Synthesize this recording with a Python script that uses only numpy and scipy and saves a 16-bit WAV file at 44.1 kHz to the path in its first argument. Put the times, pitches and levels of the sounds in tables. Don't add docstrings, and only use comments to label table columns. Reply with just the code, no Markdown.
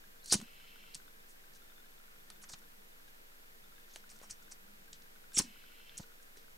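import sys
import numpy as np
from scipy import signal
from scipy.fft import rfft, irfft
from scipy.io import wavfile
from scipy.ndimage import map_coordinates

SR = 44100
rng = np.random.default_rng(int(sys.argv[2]) if len(sys.argv) > 2 else 0)


def inscribe(sig):
    pcm = np.round(np.clip(np.atleast_2d(sig).T, -1, 1) * 32767)
    wavfile.write(sys.argv[1], SR, pcm.astype(np.int16))


def convert_level_to_amplitude(level_db):
    exponent = np.asarray(level_db, float) / 20
    return 10 ** exponent


N = 289760


def rms_one(x):
    return x / np.sqrt(np.mean(x ** 2) + 1e-30)


def resonance(x, hz, width_hz):
    r = np.exp(-np.pi * width_hz / SR)
    zeros = np.array([1, 0, -1]) * (1 - r * r) / 2
    poles = [1, -2 * r * np.cos(2 * np.pi * hz / SR), r * r]
    return signal.lfilter(zeros, poles, x + 1e-18)


def mode_bank(x, modes):
    return sum(convert_level_to_amplitude(level_db) * (-1) ** k * resonance(x, hz, width_hz)
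               for k, (hz, width_hz, level_db) in enumerate(modes))


def flicker(rate_hz):
    r = np.exp(-2 * np.pi * rate_hz / SR)
    drift = signal.lfilter([1], [1, -2 * r, r * r], rng.standard_normal(N + SR))
    return rms_one(drift[SR:])


def envelope(spans):
    t = np.arange(N) / SR
    return sum(convert_level_to_amplitude(np.interp(t, *np.transpose(rows), left=-200, right=-200)) for rows in spans)


def coloured(points):
    hz = np.maximum(np.fft.rfftfreq(N, 1 / SR), 1)
    point_hz, point_db = np.transpose(points)
    gain = convert_level_to_amplitude(np.interp(np.log(hz), np.log(point_hz), point_db, left=-90))
    return rms_one(irfft(rfft(rng.standard_normal(N)) * gain, N))


def camera():
    # f/Hz, density/dB per Hz
    hiss_mid = [(26, -32), (45, -3), (123, -2.5), (142, -6.5), (206, -1), (370, -3), (450, -1), (619, -6.5),
                (1230, -9), (1610, -6), (3190, -10), (3520, -9.5), (4960, -10.5), (12600, -11),
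                (15700, -10)]
    hiss_side = [(26, -77), (45, -48), (83, -29), (120, -14), (509, -7), (1090, -7), (1570, -7),
                 (1730, -6.5), (14600, -28.5), (15700, -37)]
    # f/Hz, width/Hz, rms level/dB
    room_tones = [(151.7, 3.4, -80.5), (215, 17, -84.5), (460.6, 5, -82)]
    # t/s, level of its main hum/dB
    hum_load = [(0.6, -79.5), (1.56, -82.5), (1.94, -95), (2.35, -72.5), (2.51, -74.5), (2.76, -75.5),
                (3.24, -91), (3.56, -79), (3.98, -84), (4.16, -68.5), (4.43, -79), (4.83, -70.5),
                (5.02, -83), (5.2, -85)]
    # f/Hz, rms level/dB
    whines = [(12282, -76), (13286, -81.5)]
    # f/Hz, rms level/dB, phase/rad
    wobble = [(12.796, -59, 1.77), (38.398, -76, 1.3)]
    hum_sway_db, hum_hz, hum_width_hz = 1.2, 200, 10.5
    t = np.arange(N) / SR
    mid = convert_level_to_amplitude(-64) * coloured(hiss_mid)
    for hz, width_hz, level_db in room_tones:
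        tone = rms_one(resonance(rng.standard_normal(N), hz, width_hz))
        mid += convert_level_to_amplitude(level_db + hum_sway_db * flicker(0.33)) * tone
    machine = rms_one(resonance(rng.standard_normal(N), hum_hz, hum_width_hz))
    mid += convert_level_to_amplitude(np.interp(t, *np.transpose(hum_load))) * machine
    for hz, level_db in whines:
        whine = np.sin(2 * np.pi * hz * t + 0.91 * flicker(4))
        mid += np.sqrt(2) * convert_level_to_amplitude(level_db + 1.4 * flicker(25)) * whine
    for hz, level_db, phase in wobble:
        mid += np.sqrt(2) * convert_level_to_amplitude(level_db) * np.cos(2 * np.pi * hz * t + phase)
    return mid + convert_level_to_amplitude(-61.5) * coloured(hiss_side) * [[1], [-1]]


def lens_motor(step_db, light_db, squeak_db, tap_db, tap_hz):
    # t/s, peak level/dB, f/Hz
    firm_steps = [(0.0396, -55.5, 1630), (0.6, -57.5, 1560), (0.76, -56, 1450), (0.8394, -58, 1480),
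                  (0.9996, -56.5, 1530), (1.0795, -57.5, 1500), (1.239, -59, 1630), (1.44, -58.5, 1540),
                  (1.0595, -63, 1580), (1.3995, -65, 1900), (1.4795, -62, 1560), (1.62, -63, 1460),
                  (1.6995, -62, 1520), (1.7195, -61, 1420), (1.7795, -64, 1450), (1.8595, -63, 1700),
                  (1.9795, -65, 1400), (2.1195, -64, 1450), (2.1595, -63, 1420), (2.5595, -63, 1500),
                  (2.6395, -63, 1600), (1.9995, -64, 1410), (2.3195, -67, 1420), (2.4795, -71, 1410),
                  (3.0004, -59, 1610), (3.6593, -63, 1410), (3.7814, -55.5, 1640), (4.0406, -55, 1450),
                  (4.1587, -66, 1430), (4.4798, -57.5, 1560), (5.16, -55.5, 1480), (5.24, -56, 1455),
                  (5.32, -54.5, 1580), (5.5593, -57.5, 1450), (5.6395, -55, 1520), (5.719, -58, 1480),
                  (5.7997, -57.5, 1470), (6.039, -56, 1460), (6.1194, -59.5, 1440), (6.3593, -63, 1790),
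                  (6.481, -58, 1500)]
    # t/s, peak level/dB, f/Hz
    hunts = [(0.1595, -66, 1570), (0.2395, -66, 1580), (0.2795, -63, 1630), (0.3, -62, 1420),
             (0.4395, -64.2, 1580), (0.4795, -66, 1360), (0.64, -63, 1370), (0.8795, -64, 1360),
             (1.1595, -67, 1620), (1.3595, -67, 1580), (1.5195, -65, 1780), (1.5595, -63, 1580),
             (1.5995, -70, 1580), (1.6195, -63, 1410), (1.679, -65, 1750), (1.7986, -62, 1450),
             (1.84, -63.5, 1580), (1.9995, -73, 1430), (2.0395, -66, 1380), (2.0795, -63, 1440),
             (2.1395, -67, 1410), (2.279, -65, 1770), (2.3595, -69, 1450), (2.3995, -68, 1600),
             (2.4795, -68, 1380), (2.519, -66, 1600), (2.6195, -62.5, 1450), (2.6785, -64, 1770),
             (2.959, -66, 1390), (3.079, -62, 1620), (3.3195, -67, 1400), (3.3995, -71, 1420),
             (3.4395, -67, 1380), (3.6395, -67, 1430), (3.7205, -63, 1380), (3.7395, -70, 1590),
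             (3.8795, -67, 1390), (4.1192, -67.6, 1770), (4.1595, -71, 1440), (4.4195, -63, 1425),
             (4.6395, -68, 1580), (4.6795, -64, 1445), (4.879, -63, 1580), (5.04, -68, 1586),
             (5.0595, -69, 1590), (5.1195, -75, 1570), (5.3395, -64, 1600), (5.4195, -75, 1420),
             (5.4392, -62, 1820), (5.4603, -63, 1640), (5.6995, -67, 1430), (5.7795, -67.5, 1430),
             (5.9195, -65.6, 1570), (5.9395, -64.9, 1600), (5.9595, -68, 1410), (6.0995, -65, 1450),
             (6.1995, -65, 1600), (6.2795, -67.2, 1580), (6.3595, -65, 1480), (6.4413, -65, 1550)]
    # t/s, peak level/dB
    binds = [(0.1995, -65), (1.0795, -65), (1.1395, -73.2), (1.1995, -65), (1.6195, -68), (1.6395, -73.9),
             (1.6795, -74), (1.6995, -63), (1.7595, -65), (1.7795, -66), (1.7995, -64), (1.8595, -68),
             (1.9195, -68), (1.9795, -68), (2.1995, -67), (2.3195, -63), (2.3595, -66), (2.4795, -72.2),
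             (2.5795, -71), (2.6395, -70), (2.7995, -73.6), (2.9195, -66), (3.0395, -73), (3.1995, -71.9),
             (3.2795, -72.4), (3.3595, -75), (3.4795, -69), (3.6395, -63), (3.7195, -71), (3.7595, -66),
             (3.7995, -67), (3.8395, -68), (3.9195, -66), (4.0795, -79), (4.3595, -68), (4.4195, -72.4),
             (4.4395, -65), (4.4595, -73.6), (4.4995, -73.6), (4.7995, -73.4), (5.1595, -71), (5.3195, -67),
             (6.1195, -70), (6.1595, -77), (6.3195, -80)]
    housing_hz, housing_spread_hz = np.array([1410, 1580, 1410, 1790]), 30
    clock_s, idle_db = .02, -71.5
    firm_t60_s, firm_rise_s, tap_t60_s = 0.033, .0004, .007
    light_t60_s, light_rise_s = .048, .0012
    squeak_hz, squeak_t60_s = 3570, 0.053

    beats = np.arange(clock_s, N / SR - .1, clock_s) - .0005
    pitch_jolt, level_jolt = rng.standard_normal((2, len(beats)))
    pitch = rng.choice(housing_hz, len(beats)) + housing_spread_hz * pitch_jolt
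    idle = np.transpose([beats, idle_db + 3 * level_jolt, pitch])

    rows = [(s, db + step_db, hz, firm_t60_s, firm_rise_s) for s, db, hz in firm_steps]
    rows += [(s, db, hz, light_t60_s, light_rise_s) for s, db, hz in idle]
    rows += [(s, db + 3 + 3 * j, f, tap_t60_s, firm_rise_s)
             for (s, db, _), j in zip(idle, pitch_jolt) for f in tap_hz]
    rows += [(s, db + step_db + tap_db, f, tap_t60_s, firm_rise_s)
             for s, db, _ in list(firm_steps) + list(hunts[::2]) for f in tap_hz]
    rows += [(s, db + light_db, hz, light_t60_s, light_rise_s) for s, db, hz in hunts]
    rows += [(s, db + squeak_db, squeak_hz + 25 * j, squeak_t60_s, light_rise_s)
             for (s, db), j in zip(binds, pitch_jolt)]

    out, t = np.zeros(N), np.arange(SR // 16) / SR
    for s, peak_db, hz, t60, rise in rows:
        at = round(s * SR)
        ring = np.sin(2 * np.pi * hz * t) * (1 - np.exp(-t / rise))
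        out[at:at + len(t)] += convert_level_to_amplitude(peak_db - 60 * t / t60) * ring
    return out


def swells(table, octaves, rise_share):
    return [(s, level_db, hz, octaves, rise_share * ms, (1 - rise_share) * ms)
            for s, level_db, hz, ms in table]


def wheel_strokes():
    # t of top/s, rms level/dB, centre f/Hz, length/ms
    rasps = [
        (0.232, -66, 4260, 24),
        (0.262, -57, 4300, 40),
        (0.285, -55, 4450, 32),
        (0.318, -39, 4350, 21),
        (5.36, -54, 3500, 30),
        (5.358, -42.5, 7530, 29),
    ]
    # t/s, rms level at top/dB, centre f/Hz, width/octaves
    bites = [(0.301, -50, 6500, 1.4), (0.309, -41.5, 5200, 2.6), (0.315, -36, 5200, 0.69),
             (0.322, -30, 5700, 1.6), (0.326, -23, 6360, 1.08), (0.333, -26, 6730, 1.5),
             (0.3429, -29, 5000, 1.8), (0.353, -36.5, 6000, 1.23), (0.327, -39, 14000, 0.37),
             (0.336, -38, 14200, 0.23), (5.383, -40, 13900, 0.46), (5.393, -39, 13500, 0.37),
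             (5.348, -44, 7100, 0.74), (5.356, -46, 7700, 0.55), (5.363, -40, 7360, 0.64),
             (5.371, -36, 6470, 0.8), (5.375, -33.5, 4550, 2.8), (5.38, -29, 7260, 0.9),
             (5.385, -25, 7260, 0.78), (5.392, -27, 7400, 0.78), (5.392, -30.5, 5600, 2.1),
             (5.399, -32.5, 5700, 1.06), (5.41, -48, 5700, 1)]
    rise_ms, fall_ms = 4.8, 4.9
    return swells(rasps, .2, 0.47) + [(*row, rise_ms, fall_ms) for row in bites]


def lever_strokes():
    # t/s, rms level at top/dB, centre f/Hz, width/octaves
    ticks = [(0.232, -55, 4200, 0.3), (0.2595, -42, 7000, 1.5), (0.265, -51, 6800, 1.5),
             (0.3, -50, 9500, 0.5), (5.319, -57, 5500, 1.8), (0.3325, -37, 7200, 2),
             (0.4015, -45, 2500, 4.4), (0.415, -45.5, 6400, 1.7), (0.9503, -37, 5900, 1.44),
             (2.302, -43, 5600, 2.3), (2.418, -52.5, 5700, 2.3), (3.9615, -52, 5700, 2.2),
             (4.0928, -54, 4600, 1.4), (4.189, -56, 5760, 1.5), (4.215, -56, 3500, 3),
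             (4.931, -40.5, 5150, 1.27), (4.931, -62, 1810, 1.1), (0.952, -60, 2000, 1.4),
             (5.895, -54.5, 2770, 1.24), (6.032, -55.5, 3920, 0.72)]
    snaps = [(0.9407, -51, 4600, 0.6), (0.9463, -35, 6700, 1.14), (0.9533, -51, 4900, 1.3),
             (5.3887, -14.5, 7400, 0.95), (5.9722, -42.5, 5960, 0.42), (5.978, -33.5, 7450, 0.71),
             (5.981, -35, 7400, 0.76), (5.9851, -37.5, 6500, 3.2), (5.9875, -43, 6700, 0.98),
             (3.96, -37, 4900, 2.95), (5.3725, -33, 6000, 1.6), (5.3915, -27, 7500, 1.2),
             (5.356, -37, 7000, 0.6), (0.3255, -25.5, 6300, 1.2), (5.895, -52, 2700, 1.7),
             (3.8, -56, 5500, 1.6), (4.5, -55, 3600, 2.0), (4.228, -55, 6000, 1.4), (4.004, -57, 5500, 1.3),
             (4.1015, -46, 5900, 0.7), (4.117, -54, 6200, 1.0), (2.542, -42, 4100, 1.5),
             (2.4975, -43, 6700, 1.9), (2.534, -44, 5700, 0.76), (2.538, -45, 6000, 2.2),
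             (4.3096, -35.5, 6800, 0.83), (4.3128, -49, 7200, 1.14), (0.3242, -24, 6800, 0.98),
             (0.334, -30, 6600, 0.71), (0.342, -31, 6900, 1.34), (5.3974, -27, 5800, 1.3),
             (5.4, -28.5, 5300, 2), (5.411, -37, 4000, 2.8), (6.372, -48, 4400, 2.1)]
    tick_rise_ms, tick_fall_ms = 0.26, 2.5
    snap_rise_ms, snap_fall_ms = 0.3, 1
    rows = [(*row, tick_rise_ms, tick_fall_ms) for row in ticks]
    return rows + [(*row, snap_rise_ms, snap_fall_ms) for row in snaps]


def finger_strokes():
    # t of top/s, rms level/dB, centre f/Hz, length/ms
    drags = [(0.243, -55, 7000, 17), (0.285, -50, 6100, 55), (0.368, -47.5, 5360, 31),
             (0.96, -58, 5370, 31), (1.552, -58, 5700, 18), (3.94, -60.5, 6100, 28), (3.966, -61, 5500, 17),
             (4.103, -58.5, 6100, 44), (4.32, -62, 6000, 21), (4.942, -58.5, 5000, 16),
             (5.334, -53, 7900, 14), (5.419, -44.5, 6840, 12), (5.44, -57, 5600, 44),
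             (6.373, -61, 4810, 30)]
    rubs = [(1.305, -62.5, 7400, 37), (1.538, -60.5, 5900, 9), (2.43, -56, 7300, 20),
            (2.442, -52.5, 5600, 9.5), (2.498, -49.5, 6400, 15), (2.526, -51, 6100, 24),
            (2.537, -46.5, 5270, 7.1), (2.59, -61, 8000, 8), (3.085, -65.5, 4350, 13),
            (3.915, -65, 4900, 49), (4.165, -65, 6150, 16), (4.243, -60.5, 6740, 36), (4.31, -44, 6200, 17),
            (4.428, -62, 5900, 10), (4.521, -46.5, 6330, 15.3), (5.022, -60.5, 5000, 6.5),
            (5.36, -53.5, 3400, 34), (4.108, -61, 6300, 11), (4.235, -64, 7000, 8),
            (6.015, -58.5, 5600, 46), (6.23, -62.5, 7060, 14)]
    return swells(drags, 1.32, 0.19) + swells(rubs, 0.98, 0.54)


def body_strokes():
    # t of top/s, rms level/dB, centre f/Hz, length/ms
    rings = [(0.245, -54, 4180, 10), (0.284, -59, 8330, 6.3), (0.299, -32.5, 4600, 3.3),
             (0.314, -41, 4300, 12), (0.327, -25.5, 6100, 7.1), (0.334, -29, 9300, 5),
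             (0.9466, -39.5, 8600, 2), (2.535, -51, 3720, 5.2), (3.937, -61, 6460, 8),
             (3.951, -66, 9700, 14), (3.9603, -49, 10000, 3.4), (4.165, -63, 5900, 4),
             (4.24, -68, 5470, 20), (4.33, -65, 5600, 14), (5.352, -35, 7590, 7), (5.369, -31, 5630, 9.3),
             (5.385, -42, 6470, 7.1), (5.398, -38, 5350, 7.1), (5.409, -51, 9800, 8),
             (5.418, -50, 7430, 10), (5.424, -56, 5500, 14)]
    # t/s, rms level at top/dB, centre f/Hz, length/ms
    rattles = [(0.3254, -38, 1180, 3.4), (0.333, -49, 740, 8.3), (0.334, -34, 2500, 4.5),
               (0.342, -46, 980, 11.5), (0.4145, -47.5, 1150, 1.9), (0.959, -56.5, 890, 2.7),
               (2.303, -57, 990, 3.4), (2.44, -60.5, 910, 13), (2.499, -58.5, 990, 12),
               (2.538, -51.5, 1000, 4.6), (4.12, -67.5, 800, 12), (4.095, -68, 2800, 6),
               (4.1165, -60, 2500, 2), (4.203, -61, 2300, 7.2), (4.234, -57.5, 675, 16),
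               (4.305, -56.5, 2500, 26), (5.387, -44.5, 503, 4.5), (0.329, -45, 746, 5.7),
               (5.391, -47, 1040, 5.7), (3.961, -57, 690, 4), (2.304, -57.5, 2000, 5.2),
               (4.52, -64.5, 816, 16), (4.52, -58.5, 2500, 8.2), (2.442, -56, 2500, 8),
               (4.105, -61.5, 3000, 14), (4.235, -62.5, 2500, 23), (0.346, -47, 750, 7.4),
               (5.3742, -47, 1790, 2.1), (5.389, -41, 2500, 5.2), (5.399, -42.5, 1100, 11),
               (6.001, -53, 666, 7.7)]
    return swells(rings, 0.08, 0.31) + swells(rattles, 1.86, 0.4)


def contacts(grains_per_s, grain_db, smooth, ring_db, skirt_db, snap):
    # f/Hz, width/Hz, level/dB
    hood = [(4510, 200, 4.5), (4600, 470, 2.5), (5600, 100, 1), (6100, 180, 15.5), (6380, 210, -2),
            (7450, 230, -14), (8230, 280, -33), (9360, 480, 16.5), (9750, 310, 3)]
    grit = convert_level_to_amplitude(grain_db * np.minimum(rng.exponential(1, N), 2.6)) * rng.choice([-1, 1], N)
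    grit = rms_one(grit * (rng.random(N) < grains_per_s / SR)) + smooth * rng.standard_normal(N)
    out = np.zeros(N)
    strokes = wheel_strokes() + lever_strokes() + finger_strokes() + body_strokes()
    for s, level_db, hz, octaves, rise_ms, fall_ms in strokes:
        rise, fall = rise_ms * SR / 1000, fall_ms * SR / 1000
        n = np.arange(-int(3 * rise), int(7 * fall))
        stroke = np.where(n < 0, np.exp(-(n / rise) ** 2), np.exp(-np.maximum(n, 0) / fall))
        at = round(s * SR) + n
        swarm = grit[at] + (n == 0) * snap / max(rise_ms, .3)
        stroke_rms = np.sqrt(np.sum((swarm * stroke) ** 2) / np.sum(stroke ** 2))
        raw = swarm / stroke_rms * stroke
        edges = np.clip(hz * 2 ** (np.array([-.5, .5]) * octaves), 300, 16000)
        width_hz = edges[1] - edges[0]
        at -= round(.6 * SR / width_hz)
        band = signal.sosfilt(signal.butter(3, edges, "band", fs=SR, output="sos"), raw)
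        out[at] += convert_level_to_amplitude(level_db) * (band * np.sqrt(SR / 2 / width_hz) + convert_level_to_amplitude(skirt_db) * raw)
    return out + convert_level_to_amplitude(ring_db) * mode_bank(out, hood)


def desk(x, t60, dull):
    t = np.arange(SR // 4) / SR
    tails = signal.lfilter([1 - dull], [1, -dull], rng.standard_normal((2, len(t))))
    tails *= convert_level_to_amplitude(-60 * t / t60) * (t > .002)
    tails /= np.sqrt(np.sum(tails ** 2, axis=1, keepdims=True))
    return signal.fftconvolve(x[None], tails, axes=1)[:, :N]


def knocks(softness):
    # t/s, peak level/dB, f/Hz, t60/s, push +1 or pull -1
    pushes = [(0.325, -24.5, 440, 0.0047, 1), (0.3401, -31.5, 330, 0.02, -1),
              (0.3444, -33.5, 200, 0.074, -1), (0.3536, -29, 174, 0.015, -1),
              (0.954, -55.5, 165, 0.037, -1), (2.535, -50, 130, 0.017, -1), (3.9605, -49, 610, 0.013, 1),
              (3.9602, -52, 880, 0.02, 1), (3.9602, -53, 1600, 0.015, 1), (0.3265, -40, 760, 0.02, 1),
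              (4.215, -48, 500, 0.0077, -1), (4.31, -55, 90, 0.02, -1), (5.3734, -33, 250, 0.011, 1),
              (5.3949, -35, 217, 0.044, -1), (5.4008, -31, 252, 0.0044, -1), (5.4089, -35.5, 296, 0.011, 1),
              (5.996, -44.5, 218, 0.013, -1), (6.0004, -41.5, 109, 0.023, -1),
              (6.004, -43.5, 200, 0.015, 1), (6.371, -55.5, 404, 0.032, -1)]
    out, t = np.zeros(N), np.arange(SR // 8) / SR
    for s, peak_db, hz, t60, push in pushes:
        pulse = np.sin(2 * np.pi * hz * t) * convert_level_to_amplitude(-60 * t / t60) * (1 - np.exp(-t * hz / softness))
        at = round(s * SR)
        out[at:at + len(t)] += push * convert_level_to_amplitude(peak_db) * pulse / np.max(np.abs(pulse))
    return out


def flame():
    # opens t/s, shuts t/s, jet rms level/dB, puff rms level/dB, puff hold/s
    burns = [
        (0.386, 0.944, -63.5, -47.5, 0.027),
        (5.439, 5.982, -64.5, -56, 0.034),
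    ]
    # f/Hz, width/Hz, level/dB
    nozzle = [(2020, 80, -2), (2250, 95, 1.5), (2684, 120, 4.5), (2900, 115, 4), (3060, 185, 4.5),
              (3550, 100, -1.5), (4000, 220, -4.5), (5310, 180, -7)]
    jet_climb_per_s = 0.09
    jet_rush_db, jet_rush_s, jet_dies_s = 0, .27, 0.025
    puff_lead_s, puff_sag_db_per_s, puff_fall_db_per_s = 0.021, 70, 500
    flutter_hz, flutter_top_s, flutter_db = 31.2, 0.011, 5.5

    t = np.arange(N) / SR
    middle = np.array([(opens + shuts) / 2 for opens, shuts, *_ in burns])
    nearest = np.argmin(np.abs(t[:, None] - middle), axis=1)
    opened = np.array([row[0] for row in burns])[nearest]
    since = t - middle[nearest]

    puff = resonance(resonance(rng.standard_normal(N), 206, 36), 220, 77)
    throb = np.cos(2 * np.pi * flutter_hz * (t - opened - flutter_top_s))
    throb = convert_level_to_amplitude(flutter_db * throb + 1.8 * flicker(76))

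    jet = mode_bank(rng.standard_normal(N) * convert_level_to_amplitude(1.04 * flicker(37)), nozzle)
    read_s = t + jet_climb_per_s * since ** 2 / 2
    jet = map_coordinates(jet, [read_s * SR], order=3)

    flow, catch = [], []
    for opens, shuts, jet_db, puff_db, hold in burns:
        flow.append([(opens, jet_db + jet_rush_db), (opens + jet_rush_s, jet_db),
                     (shuts, jet_db + jet_rush_db), (shuts + jet_dies_s, jet_db - 6)])
        sagged_db = puff_db - puff_sag_db_per_s * hold
        catch.append([(opens - puff_lead_s, puff_db), (opens + hold, sagged_db),
                      (opens + hold + 0.12, sagged_db - 0.093 * puff_fall_db_per_s)])
    return rms_one(puff) * throb * envelope(catch) + rms_one(jet) * envelope(flow)


def scene():
    motor = lens_motor(step_db=0.5, light_db=4.0, squeak_db=3.5, tap_db=0.5,
                       tap_hz=(1410, 1990, 2500, 3010, 3600))
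    bright = contacts(grains_per_s=8000, grain_db=4.5, smooth=.55, ring_db=-9.5, skirt_db=-63.0, snap=2.2)
    apart = resonance(bright, 13270, 5100)
    bright = bright - 0.9 * apart
    hands = bright + knocks(softness=0.32) + flame()
    quarter_turn = signal.hilbert(resonance(apart, 17700, 4600)).imag
    opposed = convert_level_to_amplitude(-2.5) * quarter_turn * [[-1], [1]]
    room = convert_level_to_amplitude(-10.5) * desk(bright, 0.095, dull=0.67)
    return hands + opposed + room + motor * np.array([[1.5], [.6]]) + camera()


def band_limit(x):
    return signal.sosfilt(signal.butter(12, 16500, fs=SR, output="sos"), x)


def record(dry):
    cutoff_hz = 15950
    lowpass = signal.cheby2(12, 40, cutoff_hz + 250, fs=SR, output="sos")
    return band_limit(signal.sosfilt(lowpass, dry))


dry = scene()
out = record(dry)
inscribe(out)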